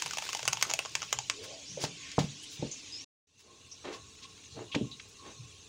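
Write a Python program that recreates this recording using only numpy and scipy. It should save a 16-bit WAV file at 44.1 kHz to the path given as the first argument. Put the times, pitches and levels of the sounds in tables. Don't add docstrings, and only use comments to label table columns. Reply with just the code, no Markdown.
import sys
import numpy as np
from scipy import signal
from scipy.fft import rfft, irfft
from scipy.io import wavfile
from scipy.ndimage import uniform_filter1d

SR = 44100
rng = np.random.default_rng(int(sys.argv[2]) if len(sys.argv) > 2 else 0)


def transcribe(u):
    v = np.clip(np.atleast_2d(u).T, -1, 1)
    q = np.round(v * 32767).astype(np.int16)
    wavfile.write(sys.argv[1], SR, q)


N = 250620
TIME = np.arange(N) / SR
PAUSE_START_S, PAUSE_END_S = 3.044, 3.272


def amp(db):
    return 10 ** (np.asarray(db) / 20)


def unit_rms(x):
    return x / np.sqrt(np.mean(x ** 2) + 1e-20)


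def curve(points, hz):
    point_hz, value = np.transpose(points)
    return np.interp(np.log(hz + 1), np.log(point_hz + 1), value)


def hump(hz, centre_hz, octaves):
    return -12 * (np.sqrt(1 + (np.log2((hz + 1) / centre_hz) / octaves) ** 2) - 1)


def add(mix, start_s, sound):
    part = mix[max(round(start_s * SR), 0):][:len(sound)]
    part += sound[:len(part)]


def colour(x, shape, size=4096):
    gain_db = np.maximum(shape(abs(np.fft.fftfreq(size, 1 / SR))), -100)
    minimum_phase = np.exp(np.conj(signal.hilbert(np.log(amp(gain_db)))))
    taps = np.fft.ifft(minimum_phase).real[:size // 2]
    return signal.fftconvolve(x, taps)[:len(x)]


def low_cut(x, hz, order):
    return signal.sosfilt(signal.butter(order, hz, "highpass", fs=SR, output="sos"), x)


def noise(shape, count=N):
    return unit_rms(colour(rng.standard_normal(count), shape))


def grains(count, spread_db):
    sizes = amp(spread_db * np.minimum(rng.exponential(1, count // 32 + 1), 4))
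    return rng.standard_normal(count) * np.repeat(sizes, 32)[:count]


def swell(peak_s, db, rise_s, fall_s):
    t = TIME - peak_s
    depth = np.where(t < 0, .5 * (t / rise_s) ** 2, t / fall_s)
    return amp(db) * np.exp(-np.minimum(depth, 20))


def fuzzy_tone(hz, width_hz):
    drift = np.sqrt(2 * np.pi * abs(width_hz) / SR) * rng.standard_normal(len(hz))
    drift = uniform_filter1d(drift, max(int(SR / np.mean(width_hz) / 4), 1))
    return np.sqrt(2) * np.sin(np.cumsum(2 * np.pi * hz / SR + drift))


def flattened(burst):
    spectrum = rfft(burst)
    return irfft(spectrum / (abs(spectrum) + 1e-9)) * np.linspace(1, 0, len(burst)) ** 4


def friction(peak_s, rise_s, fall_s, db, shape):
    t = np.arange(-SR // 4, SR // 4) / SR
    grit = unit_rms(colour(grains(len(t), spread_db=1.74), shape))
    envelope = np.exp(-.5 * (t / np.where(t < 0, rise_s, fall_s)) ** 2)
    return peak_s + t[0], amp(db) * grit * envelope


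def plastic_band(hz, centre_hz, octaves):
    rolloff = [(7200, .5), (8400, -11.5), (10000, -10.5), (13000, -26.5), (15200, -11), (16500, -15)]
    return hump(hz, centre_hz, octaves) + curve(rolloff, hz)


# freq_hz, gain_db
HISS_EARLY_EQ = [(500, -12.5), (1300, -16.5), (1900, -12), (2600, -1), (3600, -1), (5000, -2.5), (6700, -1),
                 (8200, -13.5), (10000, -22), (12500, -43.5), (14000, -42.5), (15200, -32), (16500, -35)]
HISS_LATE_EQ = [(500, -5), (900, -5.5), (2100, -6.5), (2750, 7), (3100, 0), (3800, 7), (4900, -0.5),
                (6400, 7), (8300, -5.5), (10000, -12), (12500, -34), (14000, -35.5), (15200, -18.5),
                (16500, -31.5)]
RUMBLE_EQ = [(20, -26.5), (40, -19), (60, -1.5), (90, 5.5), (150, -2), (220, -5.5), (295, -3.5), (350, -11),
             (430, -0.5), (600, -28.5), (1200, -41)]


def room_tone(flicker_db=4):
    _, _, spectrum = signal.stft(rng.standard_normal(N), SR, nperseg=512)
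    patches = uniform_filter1d(rng.standard_normal(spectrum.shape), size=2, axis=0)
    patches = unit_rms(uniform_filter1d(patches, size=4, axis=1))
    hiss = signal.istft(spectrum * amp(flicker_db * patches), SR, nperseg=512)[1][:N]
    early = unit_rms(colour(hiss, lambda f: curve(HISS_EARLY_EQ, f)))
    late = unit_rms(colour(hiss, lambda f: curve(HISS_LATE_EQ, f)))
    rumble = noise(lambda f: curve(RUMBLE_EQ, f))
    return np.where(TIME < PAUSE_START_S,
                    amp(-49) * early + amp(-64) * rumble,
                    amp(-55.5) * late + amp(-61.5) * rumble)


# freq_hz, gain_db
POWDER_EQ = [(100, -40.5), (300, -2), (600, -5.5), (900, -5), (1400, -4), (2400, 3.5), (6600, 2),
             (8500, -5.5), (13000, -24), (15200, -9.5), (16500, -36.5)]
# peak_s, level_db
POURS = [(0.01, -42), (.27, -45), (.63, -48.5), (1.02, -55)]


def powder():
    flow = sum(swell(peak_s, db, rise_s=.038, fall_s=.22) for peak_s, db in POURS)
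    return flow * unit_rms(colour(grains(N, spread_db=4.5), lambda f: curve(POWDER_EQ, f)))


# start_s, level_db, flap_hz, crease_hz
SNAPS = [(0.0214, -31.5, 1030, 5700), (0.06, -34.5, 900, 2110), (0.109, -36.5, 1490, 6500),
         (0.1338, -36, 1120, 6300), (0.1716, -35.5, 900, 6300), (0.184, -32.5, 860, 6350),
         (0.222, -38, 900, 2770), (0.264, -47, 1450, 2470), (0.29, -35.5, 1100, 6330),
         (0.33, -33.5, 1100, 6400), (0.349, -32.5, 840, 5500), (0.3925, -38, 900, 2090),
         (0.429, -37, 540, 6310), (0.453, -35, 1080, 6500), (0.478, -24, 1490, 2050),
         (0.4833, -31, 1060, 5500), (0.526, -39, 1120, 5900), (0.5307, -26.5, 880, 6540),
         (0.571, -37, 900, 2960), (0.612, -36.5, 1080, 5650), (0.6254, -22, 1490, 2170),
         (0.6506, -42, 1290, 2790), (0.6973, -36, 840, 6500), (0.7019, -32, 930, 6500),
         (0.712, -32, 800, 6550), (0.737, -26, 690, 6740), (0.7903, -27, 1060, 2960),
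         (0.85, -40.5, 615, 3200), (0.8578, -39.5, 1120, 6400), (0.9526, -26.5, 1080, 2950),
         (1.019, -35.5, 1270, 5700), (1.0283, -36.5, 1100, 3110), (1.1274, -24.5, 990, 7300),
         (1.1877, -30.5, 860, 6500), (1.2984, -25.5, 1060, 3700)]
# freq_hz, gain_db
FILM_EQ = [(1100, -7), (1750, -7.5), (2300, 0), (2900, 1), (3500, -3.5), (4150, -9.5), (4800, -2),
           (5900, -3), (7000, 1), (8200, -24), (11000, -43.5)]
CRACKLE_EQ = [(6000, -27), (8000, -1.5), (10000, -8), (13000, -17), (15200, -15.5), (16500, -6.5)]


def packet(usual_db=-34.5, flap_decay_s=.002106, ripple_db=3.5, wear_db_per_s=10):
    out, t = np.zeros(N), np.arange(2048) / SR
    trim = np.sqrt(.008 * SR / len(t))
    fold_hz = np.geomspace(1000, 16000, 24)
    for start_s, db, flap_hz, crease_hz in SNAPS:
        force_db = db - usual_db
        length_s = .0019 * amp(-.24 * force_db)
        flap_db = -7 - .65 * force_db
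        crackle_db = -14 + force_db - wear_db_per_s * start_s
        attack = t / length_s * np.exp(-(t / (.55 * length_s)) ** 2)
        envelope = attack + .06 * np.exp(-t / (2 * length_s))
        crease_burst, sheet_burst, crackle_burst = rng.standard_normal((3, len(t))) * envelope
        fold_eq = np.c_[fold_hz, ripple_db * rng.standard_normal(len(fold_hz))]
        crease = colour(flattened(crease_burst),
                        lambda f: curve(FILM_EQ, f) + curve(fold_eq, f) + 4 * amp(hump(f, crease_hz, .15)))
        sheet = colour(sheet_burst, lambda f: hump(f, flap_hz, .38))
        flap_note = np.sin(2 * np.pi * flap_hz * t) * t * np.exp(-t / flap_decay_s)
        flap = unit_rms(1.16 * unit_rms(sheet) + unit_rms(flap_note))
        crackle = colour(crackle_burst, lambda f: curve(CRACKLE_EQ, f) + curve(fold_eq, f))
        snap = amp(-1) * unit_rms(crease) + amp(flap_db) * flap + amp(crackle_db) * unit_rms(crackle)
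        add(out, start_s, amp(db) * trim * snap)
        add(out, start_s + .0135, amp(db - 26) * trim * flap)
    return out


# peak_s, level_db, centre_hz, fall_s
ROCKS = [(.06, -58.5, 147, .2), (.46, -48.5, 131, .16), (.72, -59.5, 143, 0.19), (.98, -54.5, 117, 0.086),
         (1.18, -51.5, 115, 0.091), (1.45, -62.5, 109, 0.1), (1.74, -50.5, 150, 0.14),
         (1.87, -52, 157, 0.091), (2.33, -45, 152, 0.026), (4.02, -56.5, 102, 0.042),
         (4.56, -50.5, 118, .06), (5.41, -47.5, 107, 0.055)]


def board_booms(rise_s=.025, octaves=.29):
    return sum(swell(peak_s, db, rise_s, fall_s) * noise(lambda f: hump(f, centre_hz, octaves))
               for peak_s, db, centre_hz, fall_s in ROCKS)


# peak_s, rise_s, fall_s, level_db, tilt_db_per_octave
SCRAPES = [(0.689, 0.024, 0.02, -46.5, 1), (1.838, .031, .032, -45.5, 3.5), (2.64, 0.034, 0.03, -51, -3),
           (3.449, .013, 0.11, -59, -3.5), (3.852, 0.0065, 0.063, -40, 0.5),
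           (4.588, 0.017, 0.037, -43, -3.5), (5.274, 0.032, 0.033, -50.5, 2)]
# freq_hz, gain_db
SCRAPE_EQ = [(100, -26), (220, -6.5), (370, 1.5), (600, -7), (900, -9), (1300, -14.5), (2200, -18),
             (4000, -22), (8000, -45.5), (16000, -72.5)]


def jar_scrapes(knee_hz=600):
    out = np.zeros(N)
    for peak_s, rise_s, fall_s, db, tilt in SCRAPES:
        shape = lambda f: curve(SCRAPE_EQ, f) + tilt * np.log2(np.maximum(f / knee_hz, 1))
        add(out, *friction(peak_s, rise_s, fall_s, db, shape))
    return out


def cavity_hum(lid_on_s=1.27, pitch_hz=287, level_db=-64.5):
    resting = (TIME > lid_on_s) & (TIME < PAUSE_END_S)
    envelope = uniform_filter1d(resting * 1., size=2000)
    return amp(level_db) * envelope * fuzzy_tone(np.full(N, pitch_hz), width_hz=30)


def finger_ticks(per_s=22, gain_db=-51, spread_db=3, decay_s=.00079):
    sizes = amp(spread_db * np.minimum(rng.exponential(1, N), 3))
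    ticks = sizes * (rng.random(N) < per_s / SR) * (TIME > SNAPS[-1][0])
    t = np.arange(SR // 50) / SR
    slip = rng.standard_normal(len(t)) * np.exp(-t / decay_s)
    slips = signal.fftconvolve(ticks, slip)[:N]
    return amp(gain_db) * colour(slips, lambda f: plastic_band(f, 5700, octaves=1.2))


# time_s, pitch_hz, width_hz, level_db
DRAGS = [
    [(1.33, 394, 90, -66), (1.4, 430, 50, -49), (1.45, 515, 94, -54), (1.52, 598, 145, -50),
     (1.64, 744, 200, -66.5)],
    [(1.65, 5360, 600, -60), (1.69, 5500, 600, -48), (1.74, 6180, 514, -51.5), (1.79, 6260, 500, -54)],
    [(2.915, 4840, 90.5, -51), (2.932, 5050, 19, -42.5), (2.975, 5150, 90, -48.5), (3.0, 5520, 310, -48),
     (3.035, 5830, 570, -57)],
]


def finger_drags():
    out = np.zeros(N)
    for stroke in DRAGS:
        times, *columns = np.transpose(stroke)
        t = np.arange(times[0], times[-1], 1 / SR)
        hz, width_hz, db = (np.interp(t, times, column) for column in columns)
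        add(out, times[0], amp(db) * fuzzy_tone(hz, width_hz) * signal.windows.tukey(len(t), .1))
    return out


# peak_s, fall_s, level_db, centre_hz, spread_octaves
BRUSHES = [(1.443, 0.013, -46, 5430, 2.3), (1.829, 0.023, -38.5, 6100, 0.99),
           (2.077, 0.09, -51.5, 2320, 0.36), (2.209, 0.038, -49.5, 3640, 1.5),
           (2.435, 0.01, -50.5, 8900, 0.34), (2.529, 0.027, -51, 9100, 1.45),
           (3.401, 0.016, -51.5, 8050, 1.8), (3.939, 0.02, -47.5, 3130, 1.2), (4.238, .016, -50, 3600, .69),
           (4.529, .029, -54.5, 4050, 0.23), (5.091, 0.0095, -65.5, 11000, 0.41)]


def skin_brushes(rise_share=.65):
    out = np.zeros(N)
    for peak_s, fall_s, db, centre_hz, octaves in BRUSHES:
        shape = lambda f: plastic_band(f, centre_hz, octaves)
        add(out, *friction(peak_s, rise_share * fall_s, fall_s, db, shape))
    return out


# peak_s, level_db
TOUCHES = [(1.45, -64), (2.02, -63.5), (3.5, -61.5), (3.94, -54), (4.25, -61.5), (4.73, -61), (4.87, -66),
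           (5.22, -54.5), (5.41, -73)]


def jar_ring(pitch_hz=1085, held_db=-76):
    touches = sum(swell(peak_s, db, rise_s=.018, fall_s=.07) for peak_s, db in TOUCHES)
    return (amp(held_db) + touches) * noise(lambda f: hump(f, pitch_hz, octaves=.0498))


# pitch_hz, gain_db, base_t60_s
LID_MODES = [(96, -17.5, 0.08), (141.7, 8, 0.14), (232.2, 2.5, 0.19), (279, -4, 0.22), (322.5, -12, 0.052),
             (430, 7.5, 0.044), (493, 6, 0.061), (598, 1, 0.15), (760, 0, 0.05), (900, 10, 0.065),
             (1080, -29, 0.32), (1370, 5, 0.013), (2175, -21.5, 0.068)]
# start_s, peak_db, centre_hz, spread_octaves
KNOCKS = [(1.773, -30.5, 518, 0.23), (1.838, -23.5, 424, 1.2), (2.181, -15, 387, 1.15),
          (2.2, -23, 145, 0.54), (2.239, -26.5, 147, 0.52), (2.591, -36, 135, 0.43), (2.625, -22, 285, 0.7),
          (2.647, -31.5, 170, 1.23), (4.746, -25, 520, 1.34), (4.757, -21, 296, 0.53),
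          (4.81, -22, 253, 0.43), (4.826, -28.5, 139, 0.18)]


def lid_knocks(push_db=-3, rattle_db=-9, rattle_s=.028):
    out, t = np.zeros(N), np.arange(SR // 2) / SR
    hz, mode_db, t60 = np.transpose(LID_MODES)[:, :, None]
    polarity = (-1) ** np.arange(len(hz))[:, None]
    for start_s, db, centre_hz, octaves in KNOCKS:
        ring_share = .46 * (298 / centre_hz) ** .74
        band = lambda f: hump(f, centre_hz, octaves)
        envelopes = amp(mode_db + band(hz) - 60 * t / (t60 * ring_share))
        ring = (polarity * envelopes * np.sin(2 * np.pi * hz * t)).sum(0)
        push = colour(1. * (t == 0), band)
        rattle = colour(rng.standard_normal(len(t)) * np.exp(-t / rattle_s), band)
        blow = unit_rms(ring) + amp(push_db) * unit_rms(push) + amp(rattle_db) * unit_rms(rattle)
        soft_hz = 3 * centre_hz
        blow = colour(blow, lambda f: hump(np.maximum(f, soft_hz), soft_hz, .29))
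        add(out, start_s, amp(db) * blow / abs(blow).max())
    return out


# start_s, level_db, centre_hz, spread_octaves, t60_s
RIM_CLICKS = [(1.838, -22, 4300, 1.3, 0.037), (1.847, -25, 3200, 0.76, 0.042),
              (2.116, -30, 4416, .8, 0.033), (2.189, -25, 3010, 1.34, 0.11),
              (4.7485, -20, 2600, 0.88, 0.039), (4.997, -31, 2480, 0.6, 0.035)]
SKIN_SQUEAKS = [(2.431, -34.5, 3050, 0.064, 0.09), (2.712, -30.5, 6490, 0.13, 0.19),
                (3.713, -33.5, 5700, 0.12, 0.12), (4.715, -33, 3050, 0.29, 0.35),
                (4.913, -34.5, 3870, 0.13, 0.13)]


def lid_slips(slips, rise_s):
    out, t = np.zeros(N), np.arange(SR // 4) / SR
    for start_s, db, centre_hz, octaves, t60 in slips:
        band = noise(lambda f: plastic_band(f, centre_hz, octaves), len(t))
        envelope = amp(db - 60 * t / t60) * (1 - np.exp(-t / rise_s))
        add(out, start_s, envelope * band / 2)
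    return out


# delay_s, relative_db
BOUNCES = [(.0017, 4), (.0031, 0.5), (.0046, -11)]


def kitchen(x, tail_db=-11, bounce_db=-10.5):
    t60_by_hz = [(200, .29), (1000, .18), (4000, .098), (9000, .17), (16000, .03)]
    t = np.arange(SR // 2) / SR
    reflections = rng.standard_normal(len(t)) * (rng.random(len(t)) < .1) * (t > .004)
    hz, age_s, spectrum = signal.stft(reflections, SR, nperseg=256)
    decay = amp(-60 * age_s / curve(t60_by_hz, hz)[:, None])
    tail = signal.istft(spectrum * decay, SR, nperseg=256)[1][:len(t)]
    response = amp(tail_db) * tail / np.linalg.norm(tail)
    for delay_s, db in BOUNCES:
        scatter = rng.standard_normal(25)
        add(response, delay_s, amp(bounce_db + db) * scatter / np.linalg.norm(scatter))
    return signal.fftconvolve(x, response)[:N]


def scene():
    film = low_cut(packet(), hz=456, order=3)
    lid = low_cut(lid_knocks(), hz=60, order=2)
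    lid += lid_slips(RIM_CLICKS, rise_s=.00055) + lid_slips(SKIN_SQUEAKS, rise_s=.0041)
    handling = jar_scrapes() + skin_brushes() + finger_drags() + finger_ticks()
    reverb = kitchen(film + .5 * lid + handling)
    quiet_layers = powder() + board_booms() + jar_ring() + cavity_hum() + room_tone()
    return (film + lid + handling + reverb + quiet_layers)[None]


def record(dry):
    since_pause_s = np.maximum(TIME - PAUSE_END_S, 0)
    fade_in = amp(-19.5 * np.exp(-since_pause_s / .17)) * (TIME > PAUSE_END_S)
    fader = uniform_filter1d((TIME < PAUSE_START_S) + fade_in, size=200)
    high_cut = signal.firwin(255, 16100, window=("kaiser", 8), fs=SR)
    return signal.oaconvolve(dry * fader, high_cut[None], "same")


dry = scene()
out = record(dry)
transcribe(out)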